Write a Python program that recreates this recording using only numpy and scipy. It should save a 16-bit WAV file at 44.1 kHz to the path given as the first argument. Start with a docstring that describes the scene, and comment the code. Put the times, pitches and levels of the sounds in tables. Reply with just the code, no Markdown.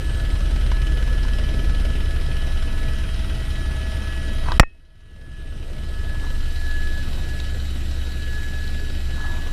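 """Helicopter cabin with a hard knock

Inside a turbine helicopter hovering low over snow: rotor throb and gearbox tones are fluttering tones,
compressor whine is tone and roughened tone, and air roar is bands of noise pulsed by the blades.
Loose gear taps and fabric rustles now and then: struck resonances and short swells of noise.
About halfway something knocks hard on the microphone's housing; the recorder overloads,
and its gain control ducks the whole sound and lets it swell back."""
import sys
import numpy as np
from scipy import signal
from scipy.io import wavfile
from scipy.ndimage import uniform_filter1d, minimum_filter1d

SR = 44100
rng = np.random.default_rng(int(sys.argv[2]) if len(sys.argv) > 2 else 0)


def inscribe(sig):
    """Save sig as 16-bit PCM at rate SR to the path in sys.argv[1].

    A 1-D sig is mono; a 2-D sig holds one channel per row.
    Samples are clipped to [-1, 1] before scaling.
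    """
    pcm = np.round(np.clip(np.atleast_2d(sig).T, -1, 1) * 32767)
    wavfile.write(sys.argv[1], SR, pcm.astype(np.int16))


N = 419832
TIME = np.arange(N) / SR   # seconds

# The compressor blade tone climbs at first, then sinks as power comes off.
# Each row: time in seconds, pitch in Hz.
COMPRESSOR_PITCH = [(0, 8390), (1, 8540), (2, 8560), (3, 8720), (4.5, 8850), (5, 8730), (5.5, 8450),
                    (6.5, 8170), (7.7, 7960), (9.5, 7940)]

# The main blades and the tail rotor turn with the power shaft.
BLADE_RATIO, TAIL_RATIO = .1927, .6825   # blade passes, tail tone cycles; both per shaft turn
MEAN_LOADING_DB = -28   # reference level for blade loading


def from_db(db):
    """Turn decibels into a plain multiplier."""
    return 10 ** (np.asarray(db) / 20)


def rms_one(x):
    """Scale a sound to an average strength (rms) of 1."""
    return x / np.sqrt(np.mean(x ** 2) + 1e-20)


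def in_time(rows):
    """Draw each column of a time table as a line, sample by sample."""
    seconds, *columns = np.transpose(rows)
    return [np.interp(TIME, seconds, column) for column in columns]


def at_hz(points, hz):
    """Read a spectrum at one frequency, along a log-frequency axis."""
    point_hz, value = np.array(points)[:, 0], np.array(points)[:, 1]
    return np.interp(np.log(hz), np.log(point_hz), value)


def cut(x, hz, kind, order=2):
    """Keep part of the spectrum with a smooth (Butterworth) filter."""
    safe_hz = np.clip(hz, 10, .45 * SR)
    return signal.sosfilt(signal.butter(order, safe_hz, kind, fs=SR, output="sos"), x)


def resonate(x, hz, width):
    """Let through a narrow band, width Hz wide, with gain 1 at its top."""
    return signal.lfilter(*signal.iirpeak(hz, hz / width, fs=SR), x)


def drift(rate):
    """Slow random wandering with spread 1, mostly below about rate Hz."""
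    step = 40   # one random value per 40 samples, joined by straight lines
    r = np.exp(-2 * np.pi * step * rate / SR)
    noise = rng.standard_normal(N // step + 2002)
    slow = signal.lfilter([1], [1, -2 * r, r * r], noise)[2000:]   # drop the filter's start-up
    return np.interp(np.arange(N) / step, np.arange(len(slow)), rms_one(slow))


def angle(hz):
    """Running angle, in radians, of something that turns hz times a second."""
    return 2 * np.pi * np.cumsum(hz * np.ones(N)) / SR


def tone(phase, rough, rate):
    """A tone of rms 1 whose height and phase flutter at random."""
    steady_part = (1 + rough * drift(rate)) * np.cos(phase)
    return rms_one(steady_part + rough * drift(rate) * np.sin(phase))


def ring(push, modes):
    """A push sets each mode ringing at its own pitch, level and 60 dB fading time (t60)."""
    out = np.zeros(N)
    for hz, db, t60 in modes:
        r = from_db(-60 / (t60 * SR))
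        w = 2 * np.pi * hz / SR
        ringing = signal.lfilter([0, np.sin(w)], [1, -2 * r * np.cos(w), r * r], push + 1e-18)
        out += from_db(db) * ringing
    return out


def clicks(rows):
    """One single-sample push for each row of seconds and dB."""
    out = np.zeros(N)
    for seconds, db in rows:
        out[round(seconds * SR)] += from_db(db)
    return out


def burst(push, t60):
    """Noise that fades by 60 dB in t60 seconds after each push."""
    fade = np.exp(-np.log(1000) / (t60 * SR))
    return signal.lfilter([1], [1, -fade], push + 1e-18) * rng.standard_normal(N)


def noise_bands(low_hz, high_hz, count):
    """Neighbouring bands of unrelated noise, each with its centre in Hz."""
    edges = np.geomspace(low_hz, high_hz, count + 1)
    return [(np.sqrt(a * b), cut(rng.standard_normal(N), [a, b], "band"))
            for a, b in zip(edges, edges[1:])]


def rotors(shaft, loading_db):
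    """Main blades push pressure waves, thudding harder under load; the tail rotor buzzes."""
    # The deep pulse at the blade rate. Each row: time in seconds, level in dB.
    pulse = [(0, -27.5), (2.8, -20.5), (3.9, -32.5), (4.4, -20.5), (5.3, -23.5), (6.9, -19.5), (7.5, -25),
             (9.5, -22.5)]
    # Higher main rotor harmonics. Each row: multiple of the blade rate, level in dB against the 3rd.
    thud = [(4, -24.5), (5, -21), (6, -25), (7, -17)]
    # Tail rotor. Each row: multiple of its base tone, level in dB.
    tail_tones = [(1, -28), (2, -49.5), (3, -51.5), (4, -57), (5, -55)]
    third_db = -32 + .75 * loading_db   # dB at the reference loading, dB gained per dB of loading

    def wave(k):
        """Phase of harmonic k; the cabin delays higher ones more, smearing each thud."""
        return k * BLADE_RATIO * shaft - np.pi / 2 * k ** 2

    main = from_db(in_time(pulse)[0]) * tone(wave(1), rough=.14, rate=3)
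    main += from_db(MEAN_LOADING_DB + loading_db) * tone(wave(2), rough=.18, rate=3)
    main += from_db(third_db) * tone(wave(3), rough=.35, rate=3)
    for k, db in thud:
        main += from_db(third_db + db) * tone(wave(round(k)), rough=0.99, rate=2.1)

    tail = from_db(tail_tones[0][1]) * tone(TAIL_RATIO * shaft, rough=0.1, rate=1.5)
    for k, db in tail_tones[1:]:
        tail += from_db(db) * tone(round(k) * TAIL_RATIO * shaft, rough=0.66, rate=3.4)
    return main + tail


def gearbox(shaft, power, loading_db):
    """Meeting gear teeth sing at fixed multiples of the shaft speed, fluttering under load."""
    # The bevel gear's whine swells and fades. Each row: time in seconds, level in dB.
    bevel = [(0, -43), (.25, -43.5), (.6, -51.5), (.82, -41), (1.9, -44.5), (2.95, -44.5), (3.3, -60),
             (3.6, -43), (4.27, -41.5), (4.5, -51.5), (5.38, -37), (5.65, -52.5), (6.12, -38), (6.52, -47),
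             (6.75, -33), (7, -39), (7.13, -58), (7.3, -39.5), (7.8, -56), (8.38, -37.5), (8.8, -43),
             (9.03, -50), (9.25, -34.5), (9.5, -46.5)]
    # Planetary gear tones. Each row: multiple of the mesh rate, level in dB at zero power and
    # reference loading, dB gained at full power, dB gained per dB of blade loading.
    planet = [(1, -62, 13, 0), (2, -54.5, 1, 0.48), (3, -60.5, 10, -0.25), (4, -63, 8.5, -0.5),
              (5, -65, 14, 0), (6, -58, 4.5, -.55), (7, -67, 2.5, -.5), (8, -64.5, -3, 0.5),
              (9, -69.5, 0.5, -.5)]
    # Power shaft hum. Each row: multiple of the shaft speed, level in dB.
    hum = [(1, -56.5), (3, -56)]
    bevel_teeth, planet_ratio = 17, 6.425   # tooth meetings per shaft turn

    out = from_db(in_time(bevel)[0]) * tone(bevel_teeth * shaft, rough=0.18, rate=16.3)
    for k, db, power_db, follows in planet:
        level_db = db + power_db * power + follows * loading_db
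        out += from_db(level_db) * tone(round(k) * planet_ratio * shaft, rough=.4, rate=14)
    for k, db in hum:
        out += from_db(db) * tone(round(k) * shaft, rough=0.29, rate=3)
    return out


def turbine(eased):
    """Compressor blades whistle in a turbulent skirt, with a breathy upper stage and hissing bands."""
    # The thin whistle comes and goes. Each row: time in seconds, level in dB.
    whistle_level = [(0, -55), (1.3, -69), (3.9, -60.5), (4.6, -65), (5.5, -56.5), (7.4, -64), (9.5, -68)]
    compressor = angle(in_time(COMPRESSOR_PITCH)[0])
    upper_stage = 1.184 * compressor

    whistle = from_db(in_time(whistle_level)[0]) * tone(compressor, rough=0.97, rate=22)
    # Fast, strong flutter spreads these tones into bands of hiss.
    skirt = from_db(-57 - 7.4 * eased) * tone(compressor + angle(120), rough=8, rate=710)
    upper = from_db(-58.5 - 2.5 * eased) * tone(upper_stage, rough=5.3, rate=210)
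    fixed_bands = from_db(-61.0) * tone(angle(7370), rough=8, rate=170)
    fixed_bands += from_db(-65.0) * tone(angle(11300), rough=8, rate=230)
    return whistle + skirt + upper + eased * fixed_bands   # fixed bands grow as power comes off


def blade_slaps(shaft, loading_db):
    """Each passing blade gives a sudden puff that dies away before the next; their bite varies."""
    rise, decay = .03, .11   # shares of a blade period
    scatter_db = 1.4   # chance difference from blade to blade
    swish_depth, slap_depth = 0.57, .18   # the slap depth is at the reference loading
    slap_follows = 1.8   # dB of slap per dB of loading, so it sets in steeply

    blades = BLADE_RATIO * shaft / (2 * np.pi) + .17
    since, which = blades % 1, blades.astype(int)
    bite = from_db(scatter_db * rng.standard_normal(which[-1] + 1))[which]
    shape = (1 - np.exp(-since / rise)) * np.exp(-since / decay)
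    depth = swish_depth + slap_depth * from_db(slap_follows * loading_db)
    return depth * bite * shape / shape.max()


def air(shaft, eased, loading_db):
    """Downwash buffets the cabin and roars past the doors, surging with each passing blade."""
    # Downwash buffeting. Each row: time in seconds, level in dB.
    downwash = [(0, -32), (1.2, -32), (1.6, -28.5), (2, -32), (3.9, -34), (5.6, -29.5), (6.15, -32.5),
                (6.55, -39), (7.1, -33), (7.6, -36), (9.5, -35.5)]
    # Tone colour of the buffeting. Each row: frequency in Hz, relative level in dB per Hz.
    buffet_colour = [(75, 0.5), (100, -3.5), (135, -10), (175, -14), (250, -14), (360, -19.5), (500, -23),
                     (760, -24)]
    # Cabin air resonances. Each row: frequency in Hz, width in Hz, gain in dB of the part added.
    cavities = [(137, 31, -9), (450, 77, -24)]
    # Roar colour at high and at low power. 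Each row: frequency in Hz, relative level in dB per Hz.
    high_power_colour = [(600, -25.5), (800, 2.5), (1150, 3), (1500, 1.5), (2200, 0.5), (3050, 3.5),
                         (3550, -2.5), (4000, -6.5), (4600, -8.5), (5300, -4), (6800, -15), (9500, -15.5),
                         (12000, -18.5), (15500, -30)]
    low_power_colour = [(600, 7), (800, 1), (1100, -5.5), (1500, 0.5), (2300, 0), (3000, 1), (3500, 0),
                        (3950, 3.5), (4400, -2.5), (5500, -5), (7400, -11), (10300, -16), (12000, -14),
                        (15500, -19.5)]
    # Cabin panels and cavities colour the roar.
    # Each row: frequency in Hz, width in Hz, gain in dB of the part added.
    panels = [(1487, 240, -2.5), (3002, 82, 2), (4040, 130, -8), (4660, 33, -7), (4920, 160, -16),
              (6620, 67, -28)]

    buffet_db, = in_time(downwash)
    slaps = blade_slaps(shaft, loading_db)

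    low = 0
    for hz, band in noise_bands(73.6, 706, count=9):
        low = low + band * from_db(at_hz(buffet_colour, hz) + 2.5 * drift(12))
    low = low + sum(from_db(db) * resonate(low, hz, width) for hz, width, db in cavities)
    buffet = from_db(buffet_db) * rms_one(low * (1 + 0.43 * slaps))

    deep_noise = rms_one(cut(rng.standard_normal(N), [22, 85], "band"))
    rumble = from_db(buffet_db - 3 + 0.84 * drift(5)) * deep_noise

    roar = 0
    for hz, band in noise_bands(687, 16470, count=26):
        colour_db = (1 - eased) * at_hz(high_power_colour, hz) + eased * at_hz(low_power_colour, hz)
        # The slaps hiss through the door seals: Hz, strength of the slaps.
        chop = at_hz([(1300, 0.75), (3300, 1.2), (5500, 0.77), (9000, 0.49)], hz)
        roar = roar + band * from_db(colour_db + 1.7 * drift(13)) * (1 + chop * slaps)
    roar = roar + sum(from_db(db) * resonate(roar, hz, width) for hz, width, db in panels)
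    return rumble + buffet + from_db(-39.5 - 3 * eased) * rms_one(roar)


def taps():
    """Loose gear taps: a push rings dull modes and sets off a short bright rattle of noise."""
    # Each row: time in seconds, strength of the push in dB, rattle's push in dB against the dull one.
    tap_times = [(.718, -28, 6), (1.251, -33.5, -10), (4.486, -21, -24), (4.502, -44, -7),
                 (4.519, -20.5, 4.5), (6.268, -36, -14), (6.711, -46.5, 27), (7.4, -42.5, 24),
                 (7.654, -57, 11), (8.678, -55.5, 34)]
    # What the taps ring with. Each row: frequency in Hz, relative level in dB, 60 dB fade in seconds.
    tap_modes = [(760, -5, .02), (990, 12.5, 0.021), (1176, -19, .02), (1570, 6.5, 0.018)]
    dull = clicks([(s, db) for s, db, bright in tap_times])
    sharp = clicks([(s, db + bright) for s, db, bright in tap_times])
    rattle = resonate(burst(sharp, t60=0.02), 4000, 700)
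    return from_db(-7.5) * ring(dull, tap_modes) + from_db(4) * cut(rattle, 5500, "low")


def rustles():
    """Clothing and bags rustle: soft, grainy noise that swells and fades as fabric brushes."""
    # Each row: middle in seconds, time in seconds from there to 1/e of the peak, peak level in dB.
    rustle_times = [(0.718, 0.03, -63), (4.502, 0.05, -33.5), (6.15, 0.28, -50), (7.14, 0.12, -51.5),
                    (9.293, 0.16, -44.5), (9.474, 0.12, -51.5)]
    level = sum(from_db(db) * np.exp(-((TIME - s) / length) ** 2) for s, length, db in rustle_times)
    grain = from_db(3 * drift(40))
    return level * rms_one(cut(rng.standard_normal(N), [720, 1350], "band") * grain)


def knock():
    """A blow on the housing: crack, ringing modes, and a shove of air that swings back slowly."""
    # The hard knock, then its bounces. Each row: time in seconds, strength of the push in dB.
    knock_times = [(4.5967, 50), (4.6025, 17.5), (4.61, 8), (4.6322, 10), (4.6358, 7)]
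    # The housing's dead thock. Each row: frequency in Hz, relative level in dB, 60 dB fade in seconds.
    housing = [(560, -25, 0.018), (890, -15, 0.008), (1311, 4.5, 0.0049), (1974, 5, 0.0051)]
    # A small metal fitting that rings on.
    # Each row: frequency in Hz, relative level in dB, 60 dB fade in seconds.
    fitting = [(1836, -48.5, .16), (2568, -56, .27), (5448, -47, .055), (7251, -53, .055)]

    blow = clicks(knock_times[:1])
    push = cut(clicks(knock_times), 1700, "low")   # padded contact
    snap = burst(blow, t60=.021)
    crack = from_db(-10) * cut(snap, 2100, "low") + from_db(-20) * resonate(snap, 5400, 1500)

    since = TIME - knock_times[0][0]
    shove = -from_db(31) * np.exp(-((since - .0042) / .0014) ** 2)
    rebound = from_db(24) * np.exp(-((since - .013) / .007) ** 2)
    air_push = cut(shove + rebound, 11, "high")
    return ring(push, housing) + ring(blow, fitting) + crack + air_push


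def scene():
    """All sources added together; engine power (0-1) follows the compressor's speed."""
    # The power shaft drives both rotors and the gearbox. Each row: time in seconds, turns per second.
    shaft_speed = [(0, 100.6), (1, 100.53), (2.6, 100.53), (4, 100.17), (5.5, 100.1), (6.4, 100.2),
                   (7.7, 99.68), (8.5, 99.85), (9.5, 99.9)]
    # Blade loading, as the level of the rotor's 2nd harmonic, ends low as the helicopter settles.
    # Each row: time in seconds, level in dB.
    loading = [(0, -28), (.4, -20.5), (1.1, -21), (1.45, -21), (1.8, -19.5), (2.1, -26), (3.6, -26),
               (4.2, -30), (6.3, -26.5), (6.65, -31.5), (7.4, -35.5), (9.5, -37.5)]
    # The colour shifts as power comes off. Each row: power from 0 to 1, share of the low-power colour.
    easing = [(.25, 0.99), (.6, 0.44)]

    shaft = angle(in_time(shaft_speed)[0])
    compressor_hz, = in_time(COMPRESSOR_PITCH)
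    power = (compressor_hz - compressor_hz.min()) / np.ptp(compressor_hz)
    eased = np.interp(power, *np.transpose(easing))   # held flat beyond the table's ends
    loading_db = in_time(loading)[0] - MEAN_LOADING_DB

    machine = rotors(shaft, loading_db) + gearbox(shaft, power, loading_db)
    machine = machine + turbine(eased) + air(shaft, eased, loading_db)
    return (machine + taps() + rustles() + knock())[None]


def gain_control(x, depth_db, hold_s, release_s, ahead_s):
    """Ducks just ahead of overloads, holds, then recovers ever more slowly."""
    peak_db = 20 * np.log10(np.abs(x).max(axis=0) + 1e-9)
    over_db = np.clip(peak_db, 1e-6, depth_db)
    hold, ahead = int(hold_s * SR) | 1, int(ahead_s * SR)
    held = -minimum_filter1d(-over_db, hold, origin=hold // 2)   # largest overload of the last hold_s
    # The dB of ducking shrink exponentially unless a new overload lifts them.
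    released = np.exp(np.maximum.accumulate(np.log(held) + TIME / release_s) - TIME / release_s)
    duck_db = np.maximum(released - 2.1, 0)   # small overshoots are not ducked
    early_db = np.pad(duck_db[ahead:], (0, ahead), "edge")
    return x * from_db(-uniform_filter1d(early_db, ahead))


def record(dry):
    """Gain control, soft overload that rounds off peaks, and the top cut off above 15300 Hz."""
    ducked = gain_control(dry, depth_db=27.5, hold_s=0.33, release_s=0.7, ahead_s=0.011)
    clipped = ducked / (1 + ducked ** 4) ** (1 / 4)
    return signal.sosfilt(signal.ellip(12, .1, 100, 15300, fs=SR, output="sos"), clipped)


dry = scene()
out = record(dry)
inscribe(out)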